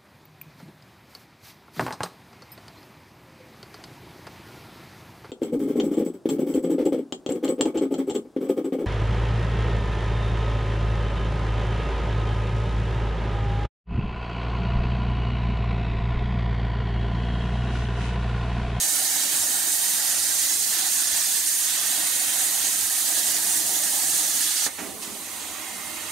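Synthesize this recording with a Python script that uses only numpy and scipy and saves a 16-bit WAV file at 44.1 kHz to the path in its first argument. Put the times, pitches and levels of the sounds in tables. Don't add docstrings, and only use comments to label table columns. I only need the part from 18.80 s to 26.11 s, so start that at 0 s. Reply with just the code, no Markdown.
import sys
import numpy as np
from scipy import signal
from scipy.io import wavfile
from scipy.ndimage import uniform_filter1d

SR = 44100
rng = np.random.default_rng(int(sys.argv[2]) if len(sys.argv) > 2 else 0)


def materialize(psi):
    bounded = np.clip(np.atleast_2d(psi).T, -1, 1)
    quanta = np.round(bounded * 32767).astype(np.int16)
    wavfile.write(sys.argv[1], SR, quanta)


def attenuation_scalar(level_db):
    decades = np.asarray(level_db, float) / 20
    return 10 ** decades


N = 322371
T = np.arange(N) / SR

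# band_hz, density_db (per Hz)
ARC_COLOUR = [(18, -45), (30, -29), (187, -17), (225, -16), (308, -14.5), (468, -25), (750, -10),
              (1080, -18), (1780, -10), (2370, -12.5), (3800, -6.5), (5200, -4.5), (6410, -3), (9000, -1.5),
              (15600, -11)]
# band_hz, density_db (per Hz)
AIR_COLOUR = [(18, -60), (30, -24), (90, -10.5), (133, -17.5), (208, -5.5), (316, -7.5), (520, -12),
              (624, -7), (730, -7.5), (1170, -3), (1640, -12), (2030, -3), (4560, -7.5), (9000, -5.5),
              (15600, -14.5)]
# time_s, swing_db
BLOW_THROUGH = [(0, 1), (.45, 2.5), (.8, 3), (1.0, -1.5), (1.3, 1), (1.5, 0), (1.87, -2), (2.0, 1),
                (2.15, -2), (2.75, -5.5), (3.0, -1), (3.25, 2), (3.4, -0.5), (3.8, 1), (4.0, -1.5),
                (4.16, -3.5), (4.23, -0.3), (4.4, 2), (4.8, 3.5), (5.4, 3), (5.75, -5), (5.86, -4)]
# band_hz, share (of the swing)
BLOW_THROUGH_REACH = [(60, 0.79), (200, .9), (500, 1.4), (800, 0.92), (1300, 0.26), (2500, -0.0049),
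                      (5000, 0.063), (12000, 0.031)]
# time_s, swing_db
BITE = [(0, -0.5), (.5, 1), (.95, -1.5), (1.2, 0.5), (1.6, -1.5), (1.89, -3), (1.98, 2), (2.15, -1),
        (2.35, 1.5), (2.76, -2.5), (2.98, 3), (3.3, 1.6), (3.6, 2.5), (3.95, 0.5), (4.8, -1.1),
        (4.95, -0.2), (5.5, -1.6), (5.8, 2)]
# band_hz, share (of the swing)
BITE_REACH = [(300, -0.15), (800, .4), (1300, 1), (2000, 0.69), (3200, 1), (5000, .1), (8000, -0.23),
              (13000, -0.34)]
# time_s, swing_db
GLANCE = [(0, 0), (1.0, -1), (1.4, 2.5), (1.85, 0.5), (2.0, 1.5), (2.2, 1.5), (3.0, .1), (3.4, -2.7),
          (3.9, -0.5), (4.1, -1), (4.4, 0.4), (5.1, -0.5), (5.7, 2)]
# band_hz, share (of the swing)
GLANCE_REACH = [(2500, 0.13), (4000, 0.45), (5000, 1.4), (7000, 0.02), (10000, -.1), (14000, -0.39)]
# time_s, level_db (relative to full flow)
AIR_FLOW = [(5.9, -4.5), (6.02, -3.5), (6.19, -6.5), (6.23, -3.1), (6.36, -3.5), (6.51, -1.5), (6.88, -3),
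            (7.07, -2.5), (7.31, -1)]
# band_hz, share (of the swing)
AIR_FLOW_REACH = [(600, .05), (2000, .6), (3500, 1.1), (6000, 1), (10000, .6)]
# band_hz, share (of the swing)
MOTORS_REACH = [(600, 0.0081), (1200, 0.18), (2200, 0.23), (4000, .01)]
# band_hz, share (of the step)
LOW_RUSH_REACH = [(700, 0.84), (1400, .01)]
# band_hz, likeness (share of power)
LIKENESS = [(60, 0.19), (130, 0.4), (290, 0.74), (640, 0.73), (1410, 0.75), (3100, 0.44), (6820, 0.54),
            (15000, 0.64)]
# band_hz, left_minus_right_db
SIDE_LEAN = [(28, 5), (70, 13), (130, 2.5), (290, -6), (640, -7.5), (1410, -6.0), (3100, -6), (6820, -4),
             (15000, -3.5)]
# pitch_hz, width_hz, level_db
RESONANCES = [(89, 14, 1.5), (331, 38, 2.5), (308, 11, 3), (438, 9.9, 5.5), (757, 39, 3.5),
              (1800, 290, 4.5), (3940, 230, 1), (5284, 270, -5.5), (6490, 240, 3.5), (7150, 430, 1.5),
              (8400, 320, 2), (9110, 620, 4), (10360, 190, -2), (493, 89, 1), (1090, 33, -1),
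              (2280, 430, -2), (12800, 1100, 2)]
# start_s, level_db (strength of the blow)
ARC_SNAP = (5.8645, -19)
# pitch_hz, level_db (relative to the blow), t60_s
SNAP_MODES = [(300, -17, .05), (550, -12, .02), (800, -8, .02), (1300, -8, .012), (1800, -4, .015)]
# start_s, level_db (strength of the blow)
THUDS = [(5.99, -36.5), (6.03, -35.5), (6.062, -43), (6.115, -41), (6.277, -41), (6.325, -42)]
# pitch_hz, level_db (relative to the blow), t60_s
TABLE_MODES = [(92, -9, 0.17), (192, -21, 0.16), (256, -9, 0.21), (300, -8, 0.19), (339, -4, 0.27),
               (408, -5, 0.32), (666, -7, 0.19), (773, -9, 0.18), (1975, -7, .1), (2420, -14, 0.11)]
# low_hz, high_hz, level_db (rms before the side lean), t60_s
SHUDDER_BANDS = [(83, 102, -54, .86), (170, 480, -39.5, 1.5), (644, 2700, -35, 0.51),
                 (5500, 8900, -41, .15)]
# pitch_hz, level_db (rms once run up, before the side lean)
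WHINE = [(325, -54), (615, -55), (770, -56), (1927, -58), (2099, -49.5), (2934, -57)]

SHUDDER_S, SHUDDER_RISE_S = 5.976, 0.014


def jets():
    arc_level_db, air_level_db = -25, -33.5
    arc_off_s, arc_t60_s = 5.866, 0.09
    shared_db, neighbour_db, own_db = 0.5, 0.46, 0.76
    low_rush_before_db = -7

    edges = 24 * 2 ** (np.arange(39) / 4)
    centres = np.sqrt(edges[1:] * edges[:-1])
    arc_share = share_db(ARC_COLOUR, centres, (centres > 3000) & (centres < 10500))
    air_share = share_db(AIR_COLOUR, centres, centres > 3000)
    arc_swings = [(curve(BLOW_THROUGH), BLOW_THROUGH_REACH),
                  (curve(BITE), BITE_REACH),
                  (curve(GLANCE), GLANCE_REACH)]
    air_swings = [(curve(AIR_FLOW), AIR_FLOW_REACH),
                  (motor_run_up(), MOTORS_REACH),
                  (ramp(SHUDDER_S, SHUDDER_RISE_S, low_rush_before_db), LOW_RUSH_REACH)]
    arc_off_db = -60 * np.clip(T - arc_off_s, 0, None) / arc_t60_s
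    sputter_db = shared_db * drift(20.0)

    white = rng.standard_normal((2, 3, N))
    last_drift = drift(6.0)
    out = 0
    for k, hz in enumerate(centres):
        band = signal.butter(2, edges[k:k + 2], "band", fs=SR, output="sos")
        both, left, right = signal.sosfilt(band, white[k % 2])

        arc_db = arc_level_db + arc_share[k] + swing_at(arc_swings, hz) + arc_off_db + sputter_db
        air_db = air_level_db + air_share[k] + swing_at(air_swings, hz)
        new_drift = drift(4.2)
        flicker_db = neighbour_db * (2000 / hz) ** 0.28 * (last_drift + new_drift)
        flicker_db = flicker_db + own_db * drift(24.4)
        last_drift = new_drift

        alike = np.clip(at_hz(LIKENESS, hz), 0, 1)
        pair = np.sqrt(alike) * both + np.sqrt(1 - alike) * np.array([left, right])
        lean = attenuation_scalar(at_hz(SIDE_LEAN, hz) / 2 * np.array([[1], [-1]]))
        gain = np.hypot(attenuation_scalar(arc_db), attenuation_scalar(air_db)) * attenuation_scalar(flicker_db) / np.std(both)
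        out = out + gain * lean * pair
    return out


def slat_echoes(x, t60=0.07, wet_db=-33):
    t = np.arange(SR // 10) / SR
    bright = signal.sosfilt(signal.butter(2, 1500, "high", fs=SR, output="sos"), x)
    out = x.copy()
    places = np.linspace(0, T[-1], 15)
    for place in places:
        tail = rng.standard_normal(len(t)) * attenuation_scalar(wet_db - 60 * t / t60) * (t > .001)
        near = np.sqrt(np.clip(1 - abs(T - place) / places[1], 0, 1))
        out += signal.oaconvolve(bright * near, tail[None], axes=1)[:, :N]
    return out


def resonate(air):
    for hz, width, level_db in RESONANCES:
        r = np.exp(-np.pi * width / SR)
        feedback = [1, -2 * r * np.cos(2 * np.pi * hz / SR), r * r]
        peak = signal.lfilter(np.array([1, 0, -1]) * (1 - r * r) / 2, feedback, air)
        air = air + (attenuation_scalar(level_db) - 1) * peak
    return air


def arc_snap():
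    return struck([ARC_SNAP], SNAP_MODES, scatter_db=0.5)


def arc_crack():
    return burst(ARC_SNAP[0], .001, low_hz=300, high_hz=2600, level_db=-34, t60=0.2)


def table_thuds():
    return struck(THUDS, TABLE_MODES, scatter_db=2.0)


def table_shudder():
    return sum(burst(SHUDDER_S, SHUDDER_RISE_S, *band) for band in SHUDDER_BANDS)


def valve_puff():
    return burst(6.212, .016, low_hz=1100, high_hz=10500, level_db=-34, t60=0.3)


def low_bump():
    return burst(2.32, .015, low_hz=50, high_hz=190, level_db=-44.5, t60=0.2)


def air_wisp():
    return burst(6.5, .17, low_hz=2500, high_hz=4100, level_db=-46, t60=.6)


def motor_whine():
    out, run_up_db = 0, motor_run_up()
    for hz, level_db in WHINE:
        phase = 2 * np.pi * np.cumsum(hz + 3.06 * drift(4.24)) / SR
        share = 0.4 if hz < 1000 else 1
        tone_db = level_db + share * run_up_db + 2.0 * drift(1.7)
        out = out + np.sqrt(2) * attenuation_scalar(tone_db) * np.sin(phase)
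    return out


def motor_run_up():
    return ramp(start=6.42, rise=0.42, before_db=-24)


def hall(x, t60=0.33, wet_db=-32):
    t = np.arange(SR // 2) / SR
    tail = rng.standard_normal((2, len(t))) * attenuation_scalar(wet_db - 60 * t / t60) * (t > .004)
    return signal.fftconvolve(x[None], tail, axes=1)[:, :N]


def burst(start, rise, low_hz, high_hz, level_db, t60):
    band = signal.butter(2, [low_hz, high_hz], "band", fs=SR, output="sos")
    noise = signal.sosfilt(band, rng.standard_normal((2, N)))
    swell = np.clip((T - start) / rise, 0, 1)
    decay = attenuation_scalar(-60 * np.clip(T - start - rise, 0, None) / t60)
    return attenuation_scalar(level_db) * swell * decay * rms_one(noise + 2.2 * noise.mean(axis=0))


def struck(blows, modes, scatter_db):
    out, blows = 0, np.array(blows)
    luck = rng.standard_normal((len(blows), len(modes)))
    for k, (hz, level_db, t60) in enumerate(modes):
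        clicks = np.zeros(N)
        strength_db = blows[:, 1] + level_db + scatter_db * luck[:, k]
        clicks[(blows[:, 0] * SR).astype(int)] = attenuation_scalar(strength_db)
        out = out + ring(clicks, hz, t60)
    return out


def ring(clicks, hz, t60):
    r, w = attenuation_scalar(-60 / (t60 * SR)), 2 * np.pi * hz / SR
    return signal.lfilter([0, np.sin(w)], [1, -2 * r * np.cos(w), r * r], clicks + 1e-18)


def drift(corner_hz):
    r = np.exp(-80 * np.pi * corner_hz / SR)
    slow = signal.lfilter([1], [1, -2 * r, r * r], rng.standard_normal(N // 40 + 2002))[2000:]
    return np.interp(np.arange(N) / 40, np.arange(len(slow)), rms_one(slow))


def ramp(start, rise, before_db):
    return before_db * (1 - np.clip((T - start) / rise, 0, 1))


def curve(rows):
    return np.interp(T, *np.transpose(rows))


def at_hz(points, hz):
    point_hz, values = np.transpose(points)
    return np.interp(np.log(hz), np.log(point_hz), values)


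def swing_at(swings, hz):
    return sum(at_hz(reach, hz) * swing_db for swing_db, reach in swings)


def share_db(colour, centres, chosen):
    level_db = at_hz(colour, centres) + 10 * np.log10(centres)
    return level_db - 10 * np.log10(np.sum(attenuation_scalar(2 * level_db[chosen])))


def rms_one(x):
    return x / np.sqrt(np.mean(x ** 2) + 1e-20)


def scene():
    air = resonate(slat_echoes(jets()))
    blows = arc_snap() + table_thuds()
    blows = signal.sosfilt(signal.butter(2, 120, "high", fs=SR, output="sos"), blows)
    puffs = table_shudder() + valve_puff() + low_bump() + arc_crack() + air_wisp()
    right_of_centre = blows + hall(blows) + puffs + motor_whine()
    side_db = np.array([[-3.0], [2.5]])
    return attenuation_scalar(0.5) * air + right_of_centre * attenuation_scalar(side_db)


def suppressor(x, low_strength=0.45, high_strength=0.28, deepest_db=-10, memory_s=0.081, smooth=0.4):
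    hz, _, frames = signal.stft(x, SR, nperseg=1024, noverlap=768)
    power = np.mean(abs(frames) ** 2, axis=0) + 1e-18
    keep = np.exp(-256 / SR / memory_s)
    broad = uniform_filter1d(np.log(power), size=9, axis=0)
    start = broad[:, :1]
    average = signal.lfilter([1 - keep], [1, -keep], broad - start) + start
    lag = uniform_filter1d(average - broad, size=121, axis=0)
    average = np.exp(average - np.maximum(lag - .3, 0))
    now = signal.lfilter([1 - smooth], [1, -smooth], power)
    strength = np.interp(hz, [1200, 2500], [low_strength, high_strength])[:, None]
    gain = np.sqrt(np.maximum(1 - strength * average / now, attenuation_scalar(2 * deepest_db)))
    return signal.istft(frames * gain, SR, nperseg=1024, noverlap=768)[1][:, :N]


def low_pass(x):
    return signal.sosfilt(signal.butter(12, 16670, fs=SR, output="sos"), x)


def record(dry):
    top_cut = signal.ellip(12, .5, 70, 15730, fs=SR, output="sos")
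    mix = signal.sosfilt(top_cut, suppressor(dry))
    return low_pass(mix)


dry = scene()
out = record(dry)
materialize(out)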